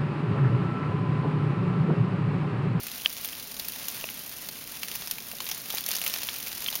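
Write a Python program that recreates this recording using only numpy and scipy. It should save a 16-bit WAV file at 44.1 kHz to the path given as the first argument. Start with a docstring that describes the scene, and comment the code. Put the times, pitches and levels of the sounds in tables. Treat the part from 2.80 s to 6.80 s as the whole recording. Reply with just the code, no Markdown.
"""Ice pellets tick and shatter over a soft hiss: freezing rain on a snowy street at night.
Each pellet cracks on the ice crust, makes it ring and scatters shards; countless far grains blur into
the hiss. The sleet comes in flurries that thicken near the end. A few fat drops tap on hard surfaces
or thud into snow; two faint, rough swells lead into the loudest tap. A faint high tone comes and goes
once, and the town rumbles low underneath."""
import sys
import numpy as np
from scipy import signal
from scipy.fft import rfft, irfft, next_fast_len
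from scipy.io import wavfile
from scipy.ndimage import uniform_filter1d, map_coordinates

SR = 44100
rng = np.random.default_rng(int(sys.argv[2]) if len(sys.argv) > 2 else 0)


def store_pcm(level_fs):
    """Save levels as 16-bit WAV."""
    pcm = np.round(np.clip(level_fs, -1, 1) * 32767).astype(np.int16)
    wavfile.write(sys.argv[1], SR, np.atleast_2d(pcm).T)


N = 176400

# the closest pellets: (time [s], level [dB], treble boost [dB], pitch of the crust's ring [Hz])
CLOSE_PELLETS = [(0.0337, -31.5, 17, 2300), (.068, -31, 5.5, 2290), (.447, -26.5, 8.5, 3540),
                 (.457, -29, 28, 4600), (.7971, -26.5, 3, 4200), (0.8847, -25.5, 12.5, 2380),
                 (1.084, -24.5, 9.5, 6530), (1.6876, -29.5, 3, 4400), (2.032, -26.5, 1, 2550),
                 (2.0837, -31, 1, 6200), (2.1145, -31, 1, 3530), (2.1529, -30, 6, 5700),
                 (2.157, -29, 8, 2300), (2.2213, -34, -3, 3000), (2.2734, -30.5, 4.5, 5400),
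                 (2.3111, -24, 6, 2950), (2.312, -26.5, 10, 5650), (2.3835, -32, 2.5, 2480),
                 (2.5148, -31.5, 3.5, 2850), (2.6039, -28, 0.5, 3360), (2.6663, -32, -3, 3300),
                 (2.6891, -29, 5, 2340), (2.7149, -25, 1, 5960), (2.9026, -26.5, 0.5, 3420),
                 (2.9484, -26.5, 14.5, 6400), (2.971, -30.5, 1, 2570), (2.983, -26.5, 2, 4500),
                 (3.0629, -26, 9.5, 6150), (3.0882, -22.5, 11.5, 2700), (3.115, -23, 4.5, 4310),
                 (3.155, -26, 5, 4420), (3.166, -25.5, 4, 6500), (3.2158, -25.5, 4, 2800),
                 (3.239, -27.5, 8, 2300), (3.2635, -23, -0.5, 2700), (3.2778, -23, 10, 5700),
                 (3.2981, -29, 7, 3400), (3.339, -25, 3, 2680), (3.4322, -29.5, 3.5, 4650),
                 (3.6705, -31.5, -1.5, 2600), (3.9272, -29.5, -4.5, 3470), (3.9545, -24, 4.5, 5940)]
# the tone colour of a hit on the ice crust: (frequency [Hz], level [dB])
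CRUST_SPECTRUM = [(100, -39.5), (450, -10.5), (850, -4.5), (1500, -6), (2600, -1), (6000, -1), (10000, -5),
                  (15000, -2)]
# how hard the sleet falls: (time [s], level [dB])
FLURRY_LEVELS = [(0, -41.0), (0.399, -40.5), (0.73, -43.0), (1.031, -40.0), (1.35, -41.5), (1.801, -44),
                 (2.079, -41.5), (2.56, -44.0), (2.721, -38.0), (2.83, -43.5), (2.97, -37.5), (3.04, -40.0),
                 (3.14, -33.5), (3.2, -38.0), (3.27, -36.5), (3.43, -37.5), (3.549, -39), (3.801, -38.5),
                 (3.88, -37.0), (4.0, -39.5)]
# two faint, rough swells near 3.2 kHz just before the loud tap, then the taps of fat drops:
# (time [s], level [dB], starting pitch [Hz], rise time [s])
SWELLS_AND_TAPS = [(.198, -40.5, 3230, 0.0034), (0.246, -31, 3140, 0.0057), (.2594, -5.5, 2930, 0.00056),
                   (0.531, -29.5, 3030, 0.00087), (1.2406, -24, 2580, .0013),
                   (1.2893, -20.5, 2780, 0.00032), (3.4878, -15.5, 3290, 0.00049),
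                   (3.8626, -17.5, 3350, 0.00035), (3.882, -24.5, 2500, 0.0011),
                   (3.8843, -18.5, 3080, 0.0025)]
# the notes of the hard surface under the drops: (pitch [Hz], level [dB])
SURFACE_NOTES = [(1230, -17), (1750, -14), (4700, -27)]
# drops landing in snow: (time [s], level [dB], pitch [Hz])
SNOW_DROPS = [(1.24, -25.5, 635), (2.534, -32.5, 690), (2.604, -29, 1065), (2.939, -26, 810),
              (2.942, -32, 281), (3.089, -32, 670), (3.927, -33, 845)]
# one faint high tone: (middle time [s], half length [s], pitch [Hz], peak level [dB])
THIN_TONE = (1.26, .07, 5905, -51)
# the tone colour of far sleet: (frequency [Hz], level [dB])
HISS_SPECTRUM = [(100, -43), (400, -6.5), (1000, -4.5), (2400, -1), (4200, -1), (6300, -2.5), (10000, -1.5),
                 (15500, -3.5)]
# the tone colour of the town: (frequency [Hz], level [dB])
TOWN_SPECTRUM = [(20, -7.5), (35, -13.5), (60, -4), (110, -4), (170, -0.5), (250, -0.5), (330, -7),
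                 (600, -9), (1500, -24), (5000, -48)]

CALM_DB = -42  # the flurry level that counts as calm
RATE_GROWS, SIZE_GROWS, DULL_GROWS = 0.3, 1.03, 0.73  # dB of change per dB of flurry
MIDDLE_HZ, TREBLE_HZ, TOP_HZ = 4280, 12000, 15850  # the treble boost builds from middle to treble
GRAIN = 2048  # samples in one short sound


def pellet_ticks(times, level_db, treble_db, ring_hz, shatter_db, ring_db=7, ring_width=0.13):
    """Each pellet cracks and rings the crust where it lands, then its shards skitter away."""
    t, hz = np.arange(GRAIN) / SR, np.fft.rfftfreq(GRAIN, 1 / SR)
    crack = (1 - np.exp(-t / 0.000093)) * fade(t, 0.0066)
    shatter = amp(shatter_db)[:, None] * fade(t, 0.042)
    burst = np.hypot(crack / crack.max(), shatter) * rng.standard_normal((len(times), GRAIN))
    off_pitch = np.log((hz + 1) / ring_hz[:, None]) / ring_width
    ring = ring_db / (1 + off_pitch ** 2)
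    boost = treble_db[:, None] * along([(MIDDLE_HZ, 0), (TREBLE_HZ, 1)], hz)
    spectra = rfft(burst) * causal(amp(along(CRUST_SPECTRUM, hz) + boost + ring))
    onset = irfft(spectra * (hz < TOP_HZ))[:, t < 0.003]  # the first 3 ms set the level
    gain = amp(level_db) / np.sqrt(np.mean(onset ** 2, axis=1))
    return placed(times, irfft(spectra) * gain[:, None])


def close_pellets(gain_db=1):
    """Pellets hit the crust right by the listener; the brightest ones shatter least."""
    times, level_db, treble_db, ring_hz = np.transpose(CLOSE_PELLETS)
    shatter_db = -2.5 - 0.55 * np.maximum(treble_db, 0)
    return pellet_ticks(times, level_db + gain_db, treble_db, ring_hz, shatter_db)


def pellet_shower(calm_per_s, calm_db, spread_db, treble_db, low_hz=2300, high_hz=6560):
    """Pellets land further off at random moments; a flurry brings more, bigger and duller ones."""
    strength = flurry()
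    fallen = np.cumsum(calm_per_s * amp(RATE_GROWS * strength)) / SR  # pellets so far
    jitter, size, colour, shatter, spot = rng.uniform(-1, 1, (int(fallen[-1]), 5)).T
    landing = np.searchsorted(fallen, (np.arange(len(jitter)) + jitter) % fallen[-1])
    level_db = calm_db + SIZE_GROWS * strength[landing] + spread_db * np.sqrt(3) * size
    boost_db = treble_db - DULL_GROWS * strength[landing] + 4 * np.sqrt(3) * colour
    ring_hz = low_hz * (high_hz / low_hz) ** ((spot + 1) / 2)
    return pellet_ticks(landing / SR, level_db, boost_db, ring_hz, shatter_db=-6.5 + 7 * shatter)


def swells_and_taps(pitch_rise=0.069, ring_db=-9, ring_s=0.011, splash_db=-2.5, rough=0.16):
    """Two faint, rough swells, then drops tapping: each is a rising tone, a faint ring and noise."""
    times, level_db, hz, rise_s = np.transpose(SWELLS_AND_TAPS)[:, :, None]
    t = np.arange(GRAIN) / SR
    swell = (t / rise_s * np.exp(1 - t / rise_s)) ** 3
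    ring = (1 - np.exp(-(t / rise_s) ** 2)) * fade(t, ring_s)
    uneven = unit(uniform_filter1d(rng.standard_normal(swell.shape), size=40)) * (1 - fade(t, ring_s))
    pitch_hz = hz * (1 + pitch_rise * t / (t + 2 * rise_s))
    phase = 2 * np.pi * np.cumsum(pitch_hz, axis=1) / SR
    tone = (swell + amp(ring_db) * ring) * np.sin(phase + np.pi * rough * uneven)
    surface = ring * sum(amp(db) * np.sin(2 * np.pi * note_hz * t) for note_hz, db in SURFACE_NOTES)
    splash = amp(splash_db) * fade(t, 8 * rise_s) * rng.standard_normal(swell.shape)
    band = signal.butter(3, [900, 4900], "band", fs=SR, output="sos")
    return placed(times[:, 0], amp(level_db) * signal.sosfilt(band, tone + surface + splash))


def snow_thuds(attack_s=0.00063, fade_s=0.018, rough=0.67):
    """Drops that sink into snow give a dull, low, uneven pat."""
    times, level_db, hz = np.transpose(SNOW_DROPS)[:, :, None]
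    t = np.arange(GRAIN) / SR
    uneven = unit(uniform_filter1d(rng.standard_normal((len(times), GRAIN)), size=60))
    phase = 2 * np.pi * hz * t
    tone = np.sin(phase) + rough * uneven * np.cos(phase)
    loudness = (1 - np.exp(-t / attack_s)) * fade(t, fade_s)
    return placed(times[:, 0], amp(level_db) * loudness * tone)


def far_hiss(calm_db=-42, flutter_db=1.8):
    """Countless far grains blur into a fluttering hiss that swells with the flurries."""
    level_db = calm_db + 0.55 * flurry() + flutter_db * wobble(40.6)
    return amp(level_db) * noise(HISS_SPECTRUM)


def town_rumble(level_db=-53):
    """The town makes a low, steady noise."""
    return amp(level_db) * noise(TOWN_SPECTRUM)


def thin_tone():
    """A faint, wavering high tone comes and goes."""
    middle_s, half_s, hz, peak_db = THIN_TONE
    t = np.arange(N) / SR
    swell = np.exp(-((t - middle_s) / half_s) ** 2)
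    return amp(peak_db) * swell * np.sin(2 * np.pi * hz * t + 1.1 * wobble(70))


def flurry():
    """How hard the sleet falls at each sample, in dB above calm."""
    return np.interp(np.arange(N) / SR, *np.transpose(FLURRY_LEVELS)) - CALM_DB


def amp(db):
    """Turn decibels into a number to multiply by."""
    return 10 ** (np.asarray(db) / 20)


def unit(x):
    """Scale each row to an average power of 1."""
    return x / np.sqrt(np.mean(x ** 2, axis=-1, keepdims=True) + 1e-20)


def along(points, hz):
    """Join (frequency, value) points with straight lines on a log frequency axis."""
    point_hz, values = np.transpose(points)
    return np.interp(np.log(hz + 1), np.log(point_hz + 1), values)


def fade(t, fade_s):
    """Die away by 60 dB in fade_s seconds."""
    return np.exp(-np.log(1000) * t / fade_s)


def wobble(per_s):
    """A smooth curve through per_s random values a second."""
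    return map_coordinates(rng.standard_normal(400), [np.arange(N) * per_s / SR], mode="wrap")


def filtered(x, response):
    """Scale each frequency in x by response(hz)."""
    size = next_fast_len(N + SR // 2)
    return irfft(rfft(x, size) * response(np.fft.rfftfreq(size, 1 / SR)), size)[:N]


def noise(spectrum):
    """Noise with the given tone colour and an average power of 1."""
    return unit(filtered(rng.standard_normal(N), lambda hz: amp(along(spectrum, hz))))


def causal(gain):
    """Filters with these gains, one per row, that ring only after a hit (minimum phase)."""
    cepstrum = irfft(np.log(gain))
    one_sided = np.r_[1, np.full(GRAIN // 2 - 1, 2), 1, np.zeros(GRAIN // 2 - 1)]
    return np.exp(rfft(cepstrum * one_sided))


def placed(times, grains):
    """Add short sounds, one per row, into the scene at their times."""
    index = np.round(np.abs(times) * SR).astype(int)[:, None] + np.arange(GRAIN)
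    return np.bincount(index.ravel(), grains.ravel(), N)[:N]


def scene():
    """Mix the background, the drops and pellets at three distances into one channel."""
    sound = far_hiss() + town_rumble() + swells_and_taps() + snow_thuds() + thin_tone() + close_pellets()
    near = pellet_shower(calm_per_s=60, calm_db=-37.5, spread_db=2, treble_db=10)
    fine = pellet_shower(calm_per_s=220, calm_db=-44.5, spread_db=1.5, treble_db=7.5)
    return (sound + near + fine)[None]


def record(dry, notch_hz=7880, width_hz=2100):
    """Take out a narrow band of treble and everything above TOP_HZ."""
    notch = lambda hz: (notch_hz ** 2 - hz ** 2) / (notch_hz ** 2 - hz ** 2 + 1j * hz * width_hz)
    return filtered(dry[0], lambda hz: notch(hz) * (hz < TOP_HZ))[None]


dry = scene()
out = record(dry)
store_pcm(out)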